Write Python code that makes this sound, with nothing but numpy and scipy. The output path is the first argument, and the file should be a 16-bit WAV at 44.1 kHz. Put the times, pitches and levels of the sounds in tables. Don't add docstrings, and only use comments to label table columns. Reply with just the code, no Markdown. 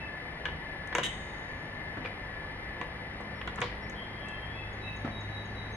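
import sys
import numpy as np
from scipy import signal
from scipy.fft import rfft, irfft
from scipy.io import wavfile
from scipy.ndimage import uniform_filter1d

SR = 44100
rng = np.random.default_rng(int(sys.argv[2]) if len(sys.argv) > 2 else 0)


def int16_out(signal):
    q = np.round(np.clip(np.atleast_2d(signal).T, -1, 1) * 32767)
    wavfile.write(sys.argv[1], SR, q.astype(np.int16))


N = 254016

# start_s, thud_db, door_t60_ratio, relative_clack_db, favoured_low_hz, favoured_high_hz, favour_db
IMPACTS = [(0.4546, -40, 0.45, -28, 1710, 3050, 10), (0.4571, -41, 0.43, -35, 1520, 1715, 12),
           (0.464, -53, .4, -35, 1715, 1770, 15), (0.486, -40.5, .5, -42, 1450, 1710, 7),
           (0.9265, -43, .5, -33.5, 1720, 1770, 11), (0.9508, -27, 0.82, -25.5, 1500, 2230, 3.9),
           (0.9565, -40, .6, -35, 2980, 3400, 7), (0.9742, -44, .6, -47, 2000, 3400, 5),
           (0.9836, -26, 0.78, -26.5, 1500, 2980, 5), (0.995, -49, .4, -34, 2950, 3030, 13),
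           (1.0318, -43, .6, -32, 3010, 3320, 9), (2.0504, -39.5, .5, -41, 1900, 2350, 11),
           (2.0579, -51, .5, -34, 2330, 2400, 18), (2.8135, -34, 0.81, -34, 1950, 2190, 9.8),
           (3.203, -38.5, 0.6, -53, 1440, 1900, 6), (3.414, -45, .5, -37, 1720, 3000, 4),
           (3.4751, -42.5, .5, -33, 1440, 1530, 7.6), (3.479, -44, .4, -36, 1440, 1950, 5.6),
           (3.587, -43, .4, -39.5, 1440, 1550, 7), (3.6163, -33.5, 0.77, -28.5, 2230, 3700, 7.3),
           (3.620, -28, 0.55, -31, 1440, 2140, 6.8), (3.6245, -33, 0.6, -34, 2310, 3300, 5),
           (3.638, -36.5, 0.39, -44, 3320, 3750, 9)]
# start_s, level_db, pitch_hz, decay_s
CONTACT_TICKS = [(0.455, -44.5, 6400, .0009), (0.8738, -46, 9400, .0013), (0.9508, -24, 6500, 0.00046),
                 (0.9738, -45, 9800, .0008), (0.9836, -29.5, 6530, .0006), (1.034, -42, 6600, .001),
                 (2.8133, -47, 6500, .001), (3.208, -54, 8400, .004), (3.4751, -46, 7200, .0014),
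                 (3.5592, -42, 7300, .0009), (3.6055, -41, 8900, .0007), (3.6163, -34, 7250, 0.00053),
                 (3.622, -46, 5800, .003), (3.6415, -46, 5700, .0012), (3.8977, -41.5, 6600, .0007),
                 (4.2851, -46, 7940, .004)]
# frequency_hz, relative_db, t60_s
DOOR_MODES = [(146, -10, 0.13), (207, -17.5, 0.15), (346, -5.5, 0.091), (393, -8, 0.09), (486, -4.5, 0.17),
              (563, -4, 0.092), (714, 2.5, 0.036), (848, -1.5, 0.031), (1000, 1.5, 0.044), (1039, 1, 0.05),
              (1155, 0, 0.029)]
HOUSING_MODES = [(1440, -1, 0.019), (1560, -5.5, 0.029), (1706, -2, 0.035), (1978, -1.5, 0.032),
                 (2170, -3, 0.031), (2286, -3.5, 0.028), (2444, -9.5, 0.04), (2735, -5.5, 0.027),
                 (2900, -3.5, 0.03), (3020, -7, 0.027), (3320, -5, 0.024), (3420, -9.5, 0.031),
                 (3745, -14, 0.035)]
SPRING_MODES = [(1810, -12.5, 0.14), (1970, -19, .15), (2360, -27, 0.13), (2595, -20, .2),
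                (2990, -9.5, 0.06), (3130, -14, .09), (3380, -15, 0.064), (3690, -20.5, 1.5),
                (3850, -14.5, .08), (6380, -19.5, 0.2), (6470, -29, 2.0), (6780, -30.5, 1.7),
                (7750, -29, .35), (8220, -28, 0.6), (8570, -29.5, 1.14)]
# frequency_hz, gain_db
TICK_SPECTRUM = [(2500, -20), (4600, -15), (6000, -1.5), (8500, -9), (10000, -11.5), (12000, -24),
                 (15500, -40)]
RASP_SPECTRUM = [(200, 1), (1000, -6), (2500, 0.5), (3100, 8.5), (3850, -1), (4500, -14), (5700, -8),
                 (6500, -5), (8600, -9), (10000, -16), (15500, -30)]
# start_s, relative_db, pitch_hz
HAND_BUMPS = [(1.970, -35.5, 245), (5.0455, -33, 195), (5.075, -40, 504)]
# start_s, rise_s, decay_s, level_db, pitch_hz
PLASTIC_RUBS = [(2.036, 0.016, 0.0091, -42, 2300), (2.044, 0.019, .012, -56, 3930),
                (3.572, 0.014, 0.0032, -36, 1360), (3.62, 0.0062, 0.062, -46, 3620)]
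# start_s, level_db
DOOR_PUSHES = [(0.469, -43), (3.579, -38.5)]
# start_s, level_db, top_pitch_hz
BIRD_WHISTLES = [(-.05, -48, 2654), (4.235, -50.5, 2675), (4.525, -48, 2640), (4.814, -46, 2644)]
# start_s, chip_db, peep_delay_s, peep_db, peep_hz
BIRD_CALLS = [(4.726, -68, .065, -50.5, 3820), (4.959, -62.5, 0.125, -50, 3810),
              (5.201, -63, 0.078, -50, 3842), (5.449, -65, 0.079, -52, 3845)]
# start_s, length_s, level_db, pitch_hz, buzz_depth_hz
BIRD_BUZZES = [(3.93, 0.14, -50, 3200, 94), (4.103, 0.28, -56, 3240, 98), (4.25, 0.2, -56.5, 3165, 14),
               (4.4, 0.066, -51, 3194, 10), (4.412, 0.228, -56, 3340, 24), (4.469, 0.26, -59.5, 3386, 90)]
# start_s, level_db, pitch_hz
BIRD_THIN_NOTES = [(3.345, -67.5, 5440), (3.81, -63.5, 5450), (5.715, -63.5, 6330)]
# centre_hz, width_hz, above_room_noise_db
MOTOR_BANDS = [(490.6, 4.2, 2.5), (515, 11, 0.5), (1056, 3.9, 4), (1722, 3.3, 20.5), (1748, 8.7, 15),
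               (1772, 4.4, 17), (1920, 7.5, 10), (1946, 6, 12), (2021, 37, 8.5), (2075, 8.9, 13.5),
               (2074, 45, 6.5), (2340, 5.8, 12.5), (3010, 78, 5.5)]
INSECT_BANDS = [(9720, 690, 18.5), (11920, 840, 7)]
# time_s, firing_db, octave_db
ENGINE_LEVELS = [(0.3, -64, -71), (1.85, -53, -63), (3.95, -54, -51), (4.56, -46.5, -64),
                 (4.85, -46.5, -60), (5.25, -42, -53), (5.316, -43, -55), (5.68, -47, -53)]
# frequency_hz, density_db_per_hz
ROOM_NOISE = [(14, -93), (27, -67), (39, -71.5), (56, -62), (85, -70.5), (400, -76), (900, -76.5),
              (1400, -81.5), (1950, -77.5), (2500, -85.5), (4000, -91), (5400, -99), (6600, -111),
              (8500, -117), (11000, -118), (15000, -135)]
# frequency_hz, t60_s
ROOM_DECAY = [(150, 0.79), (600, 0.18), (3000, 0.5), (7000, 0.21), (14000, 0.21)]
YARD_DECAY = [(2500, 0.44), (3800, 0.66), (5500, 0.5), (7000, 0.57)]
# frequency_hz, coherence_ratio
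PORT_COHERENCE = [(60, .999), (130, 0.98), (290, 0.91), (640, 0.91), (1410, 0.38), (1750, 0.41),
                  (2100, 0.23), (4000, 0.9), (7000, 1)]
# frequency_hz, left_minus_right_db
PORT_BALANCE = [(200, 0), (380, -1), (700, 3.5), (1300, 1.5), (1800, 7), (2400, 3), (4400, 0.5), (8000, 0)]
# frequency_hz, left_lead_rad
PORT_PHASE = [(60, 0), (500, 0.44), (1290, -0.36), (1750, 0.56), (2070, 1.86), (2330, .5), (3010, 2.5),
              (4500, 2.5)]


def batteries(rebound_s=0.016):
    out = np.zeros((2, N))
    for start, thud_db, t60_ratio, clack_db, *favoured_hz, favour_db in IMPACTS:
        add(out, start, impact(thud_db, t60_ratio, clack_db, favoured_hz, favour_db))
        add(out, start + rebound_s, impact(thud_db - 13.5, t60_ratio, clack_db - 15, favoured_hz, favour_db))
    for start, db, hz, decay in CONTACT_TICKS:
        add(out, start, tick(db, hz, decay))
    return out


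def impact(thud_db, t60_ratio, clack_db, favoured_hz, favour_db):
    t = np.arange(SR // 4) / SR
    grit = diffuse(rng.standard_normal((2, len(t)))) * np.exp(-t / 0.0052)
    dense_modes = colour(grit, [(300, -15.5), (1200, 4.5), (2200, -3), (3600, -8), (4600, -15),
                                (10000, -44), (15500, -64)])
    housing_modes = []
    for hz, db, t60 in HOUSING_MODES:
        nearness = np.exp(-(np.log(hz / np.array(favoured_hz)) / 0.086) ** 2).max()
        housing_modes.append((hz, db + favour_db * nearness, t60))
    housing = ring(housing_modes, t, spread_db=1.3, apart_hz=5000) * (1 - np.exp(-(t / 0.00041) ** 2))
    clack = with_energy(housing, 0.0081) + amp(-4.5) * with_energy(dense_modes, 0.006)
    door_modes = [(hz, db, t60 * t60_ratio) for hz, db, t60 in DOOR_MODES]
    door = ring(door_modes, t, spread_db=2.5, apart_hz=4000) * (1 - np.exp(-t / 0.0013))
    return amp(thud_db) * with_energy(door, 0.0081) + amp(clack_db - 2.5) * clack


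def ring(modes, t, spread_db, apart_hz):
    hz, db, t60 = np.transpose(modes)[:, :, None]
    strength, detune, skew, sign = rng.standard_normal((4, len(modes), 1))
    phase = skew * np.minimum(hz / apart_hz, 1.2) * np.array([1, -1])[:, None, None]
    waves = np.sign(sign) * np.sin(2 * np.pi * hz * (1 + 0.0038 * detune) * t + phase)
    return (waves * amp(db + spread_db * strength - 60 * t / t60)).sum(1)


def tick(level_db, pitch_hz, decay_s, half_width_hz=600, after_ring_s=0.013):
    t = np.arange(SR // 10) / SR
    grit = diffuse(rng.standard_normal((2, len(t))), split_hz=3800)
    envelope = np.exp(-t / decay_s) + amp(-20) * np.exp(-t / after_ring_s)
    hz = np.fft.rfftfreq(512, 1 / SR)
    resonance_db = 9 / (1 + ((hz - pitch_hz) / half_width_hz) ** 2)
    spectrum = np.transpose([hz, read(TICK_SPECTRUM, hz) + resonance_db])
    return amp(level_db) * with_energy(colour(grit * envelope, spectrum), 0.00048)


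def spring(start_s=1.0305, slide_s=0.026, attack_s=0.0025, release_db_per_s=800):
    chatter_hz, chatter_db, slips_per_s = 450, 3.5, 4000
    t = np.arange(N) / SR
    since = t - start_s
    force = np.clip(since / attack_s, 0, 1) * amp(-release_db_per_s * np.clip(since - slide_s, 0, 1))
    catches = np.arange(0, t[-1], 1 / chatter_hz)
    force *= amp(chatter_db * np.interp(t, catches, rng.standard_normal(N)[:len(catches)]))
    slips = rng.choice([-1, 1], (2, N)) * (rng.random(N) < slips_per_s / SR)
    rasp = unit_rms(colour(diffuse(slips, split_hz=2800), RASP_SPECTRUM)) * force
    wire = np.zeros((2, N))
    noise = rfft(rng.standard_normal((2, N)))
    bin_hz = np.fft.rfftfreq(N, 1 / SR)
    for (hz, db, t60), skew in zip(SPRING_MODES, rng.uniform(-1.3, 1, len(SPRING_MODES))):
        driven = force * unit_rms(np.sin(2 * np.pi * hz * t + 1.1 * skew * np.array([[1], [-1]])))
        retention = amp(-60 / (t60 * SR)) ** 2
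        energy = signal.lfilter([1], [1, -retention], force ** 2 + 1e-30)
        half_width_hz = 34 * (hz / 3000) ** 2
        cluster = 1 / (1 + ((bin_hz - hz) / half_width_hz) ** 4)
        shimmer = np.sqrt(energy / energy.max()) * unit_rms(irfft(noise * cluster))
        wire += amp(db) * (driven + amp(-3) * shimmer)
    return amp(-28.5) * (amp(-6) * rasp + amp(-2.5) * wire)


def hands():
    out = np.zeros((2, N))
    for start, db, hz in HAND_BUMPS:
        add(out, start, bump(db, hz))
    for start, rise, decay, db, hz in PLASTIC_RUBS:
        hiss = soft_contact(db, hz, octaves=0.58, rise_s=rise, decay_s=decay)
        scuff = soft_contact(db - 3.5, pitch_hz=730, octaves=1.26, rise_s=rise, decay_s=0.016)
        add(out, start, hiss + scuff)
    for start, db in DOOR_PUSHES:
        add(out, start, soft_contact(db, pitch_hz=101, octaves=0.84, rise_s=0.018, decay_s=0.059))
    return out


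def bump(db, pitch_hz, rise_s=0.0024, t60_s=0.11):
    t = np.arange(SR // 3) / SR
    thump = soft_contact(db - 3.5, pitch_hz, octaves=1, rise_s=rise_s, decay_s=0.016)
    slap = soft_contact(db - 3.5, pitch_hz=960, octaves=1.19, rise_s=rise_s, decay_s=0.017)
    settling_hz = pitch_hz * (1 + 0.556 * np.exp(-t / 0.012))
    envelope = np.minimum(t / rise_s, 1) * amp(-60 * t / t60_s)
    boom = np.sin(2 * np.pi * np.cumsum(settling_hz) / SR) * envelope
    return thump + slap + amp(db - 1.5) * with_energy(np.array([boom, boom]), 0.01)


def soft_contact(level_db, pitch_hz, octaves, rise_s, decay_s):
    t = np.arange(SR // 3) / SR
    hz = np.fft.rfftfreq(len(t), 1 / SR) + 1
    band = 1 / (1 + (np.log2(hz / pitch_hz) / octaves) ** 4) / (1 + (hz / 7000) ** 4)
    body = irfft(rfft(diffuse(rng.standard_normal((2, len(t))))) * band, len(t))
    swell = np.minimum(t / rise_s, 1) * np.exp(-np.maximum(t - rise_s, 0) / decay_s)
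    taper = 1 - (t / t[-1]) ** 4
    return amp(level_db) * with_energy(body * swell * taper, rise_s / 3 + decay_s / 2)


def birds(chip_s=0.022, chip_hz=6580, chip_fall_hz_per_s=61000, climb_hz_per_s=180):
    out = np.zeros((2, N))
    for start, db, hz in BIRD_WHISTLES:
        add(out, start, bird_note(0.119, hz - 133.4, hz, hz - 75, db))
    sweep = chip_fall_hz_per_s * chip_s / 2
    for start, chip_db, delay, peep_db, hz in BIRD_CALLS:
        add(out, start, bird_note(chip_s, chip_hz + sweep, chip_hz, chip_hz - sweep, chip_db))
        add(out, start + delay, bird_note(0.158, hz + 78.6, hz, hz, peep_db, depth_hz=22))
    for start, length, db, hz, depth_hz in BIRD_BUZZES:
        climb = climb_hz_per_s * length / 2
        add(out, start, bird_note(length, hz - climb, hz, hz + climb, db, depth_hz))
    for start, db, hz in BIRD_THIN_NOTES:
        add(out, start, bird_note(0.054, hz + 35, hz, hz - 35, db))
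    return out


def bird_note(length_s, start_hz, middle_hz, end_hz, level_db, depth_hz=2, rate_hz=60):
    t = np.arange(round(length_s * SR)) / SR
    position = 2 * t / t[-1] - 1
    first_half = middle_hz + (start_hz - middle_hz) * abs(position) ** 1.42
    second_half = middle_hz + (end_hz - middle_hz) * position
    glide = np.where(position < 0, first_half, second_half)
    wobble = unit_rms(uniform_filter1d(rng.standard_normal(SR), size=200))[:len(t)]
    buzz = depth_hz * np.sin(2 * np.pi * rate_hz * t)
    hz = glide + buzz + (0.0021 * middle_hz + 0.4 * depth_hz) * wobble
    note = np.sin(2 * np.pi * np.cumsum(hz) / SR) * signal.windows.tukey(len(t), 0.8)
    heard = signal.fftconvolve(note[None], yard_path(middle_hz), axes=1)
    return amp(level_db) * with_energy(heard, length_s)


def yard_path(pitch_hz, wall_delay_s=0.15, loss_db_per_octave=6):
    path = amp(4.5) * reverberation(YARD_DECAY, 0.7)
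    path[:, round(wall_delay_s * SR)] += amp(-14)
    path *= amp(-loss_db_per_octave * np.log2(pitch_hz / 2660))
    path[:, 0] += 1
    return path


def twitter(start_s=4.65, rise_s=0.25, centre_hz=6170, width_hz=440):
    band = bands([(centre_hz, width_hz, 0)], np.fft.rfftfreq(N, 1 / SR))
    swell = np.clip((np.arange(N) / SR - start_s) / rise_s, 0, 1)
    return amp(-76) * swell * unit_rms(irfft(rfft(rng.standard_normal((2, N))) * band, N))


def motor(fade_db_per_s2=0.1):
    hz = np.fft.rfftfreq(N, 1 / SR)
    whine = irfft(port_noise() * amp(read(ROOM_NOISE, hz)) * bands(MOTOR_BANDS, hz), N)
    return amp(-fade_db_per_s2 * (np.arange(N) / SR) ** 2) * whine


def engine(firing_hz=102.64):
    t = np.arange(N) / SR
    times, firing_db, octave_db = np.transpose(ENGINE_LEVELS)
    wander = unit_rms(sum(np.sin(2 * np.pi * (hz * t + rng.random())) for hz in np.geomspace(0.3, 7, 12)))
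    angle = 2 * np.pi * np.cumsum(firing_hz * (1 + 0.0055 * wander)) / SR
    firing = amp(np.interp(t, times, firing_db))
    octave = amp(np.interp(t, times, octave_db))
    crank = amp(-10.5) * firing * np.sin(angle / 2) + amp(-56.5) * np.sin(1.5 * angle)
    return np.sqrt(2) * (firing * np.sin(angle) + octave * np.sin(2 * angle) + crank)


def room_noise_and_insects():
    hz = np.fft.rfftfreq(N, 1 / SR)
    return irfft(port_noise() * amp(read(ROOM_NOISE, hz)) * np.hypot(1, bands(INSECT_BANDS, hz)), N)


def port_noise():
    hz = np.fft.rfftfreq(N, 1 / SR)
    left, unrelated = rfft(rng.standard_normal((2, N))) * np.sqrt(SR / 2)
    coherence = np.clip(read(PORT_COHERENCE, hz), -1, 1)
    lag = np.exp(-1j * read(PORT_PHASE, hz))
    right = (coherence * left + np.sqrt(1 - coherence ** 2) * unrelated) * lag
    lean = amp(read(PORT_BALANCE, hz) / 2)
    return np.array([left * lean, right / lean])


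def reverberation(decay_table, seconds):
    count = round(seconds * SR)
    hz, t, spectra = signal.stft(diffuse(rng.standard_normal((2, count))), SR, nperseg=256)
    decay = amp(-60 * t / read(decay_table, hz)[:, None])
    tail = signal.istft(spectra * decay, SR, nperseg=256)[1][:, :count]
    tail *= 1 - np.exp(-(np.arange(count) / SR / 0.0034) ** 2)
    return with_energy(tail, 1 / SR)


def diffuse(x, split_hz=1500):
    mid, side = rfft(x)
    hz = np.fft.rfftfreq(x.shape[1], 1 / SR)
    apart = hz / np.hypot(hz, split_hz)
    return irfft(np.array([mid + apart * side, mid - apart * side]) / np.sqrt(1 + apart ** 2), x.shape[1])


def colour(x, spectrum, size=1024):
    log_gain = np.log(amp(read(spectrum, abs(np.fft.fftfreq(size, 1 / SR)))))
    taps = np.fft.ifft(np.exp(np.conj(signal.hilbert(log_gain)))).real
    return signal.fftconvolve(x, taps[None], axes=1)[:, :x.shape[1]]


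def bands(table, hz):
    return np.sqrt(sum(amp(db) ** 2 / (1 + ((hz - centre) / (0.56 * width)) ** 4)
                       for centre, width, db in table))


def read(points, hz):
    table_hz, values = np.transpose(points)
    return np.interp(np.log(hz + 1), np.log(table_hz + 1), values)


def add(mix, start_s, sound):
    start = round(start_s * SR)
    sound = sound[:, max(-start, 0):]
    part = mix[:, max(start, 0):][:, :sound.shape[1]]
    part += sound[:, :part.shape[1]]


def amp(db):
    return 10 ** (np.asarray(db) / 20)


def unit_rms(x):
    return x / np.sqrt(np.mean(x ** 2) + 1e-20)


def with_energy(x, seconds):
    return x * np.sqrt(2 * seconds * SR / (np.sum(x ** 2) + 1e-20))


def scene():
    near = (batteries() + hands() + spring()) * amp([[0.5], [-0.5]])
    room = signal.fftconvolve(near, reverberation(ROOM_DECAY, 0.4), axes=1)[:, :N]
    return near + amp(-7.5) * room + birds() + twitter() + room_noise_and_insects() + motor() + engine()


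def record(dry, cutoff_hz=15800):
    taps = signal.firwin(511, cutoff_hz, window=("kaiser", 9), fs=SR)
    return signal.oaconvolve(dry, taps[None], "same", axes=1)


dry = scene()
out = record(dry)
int16_out(out)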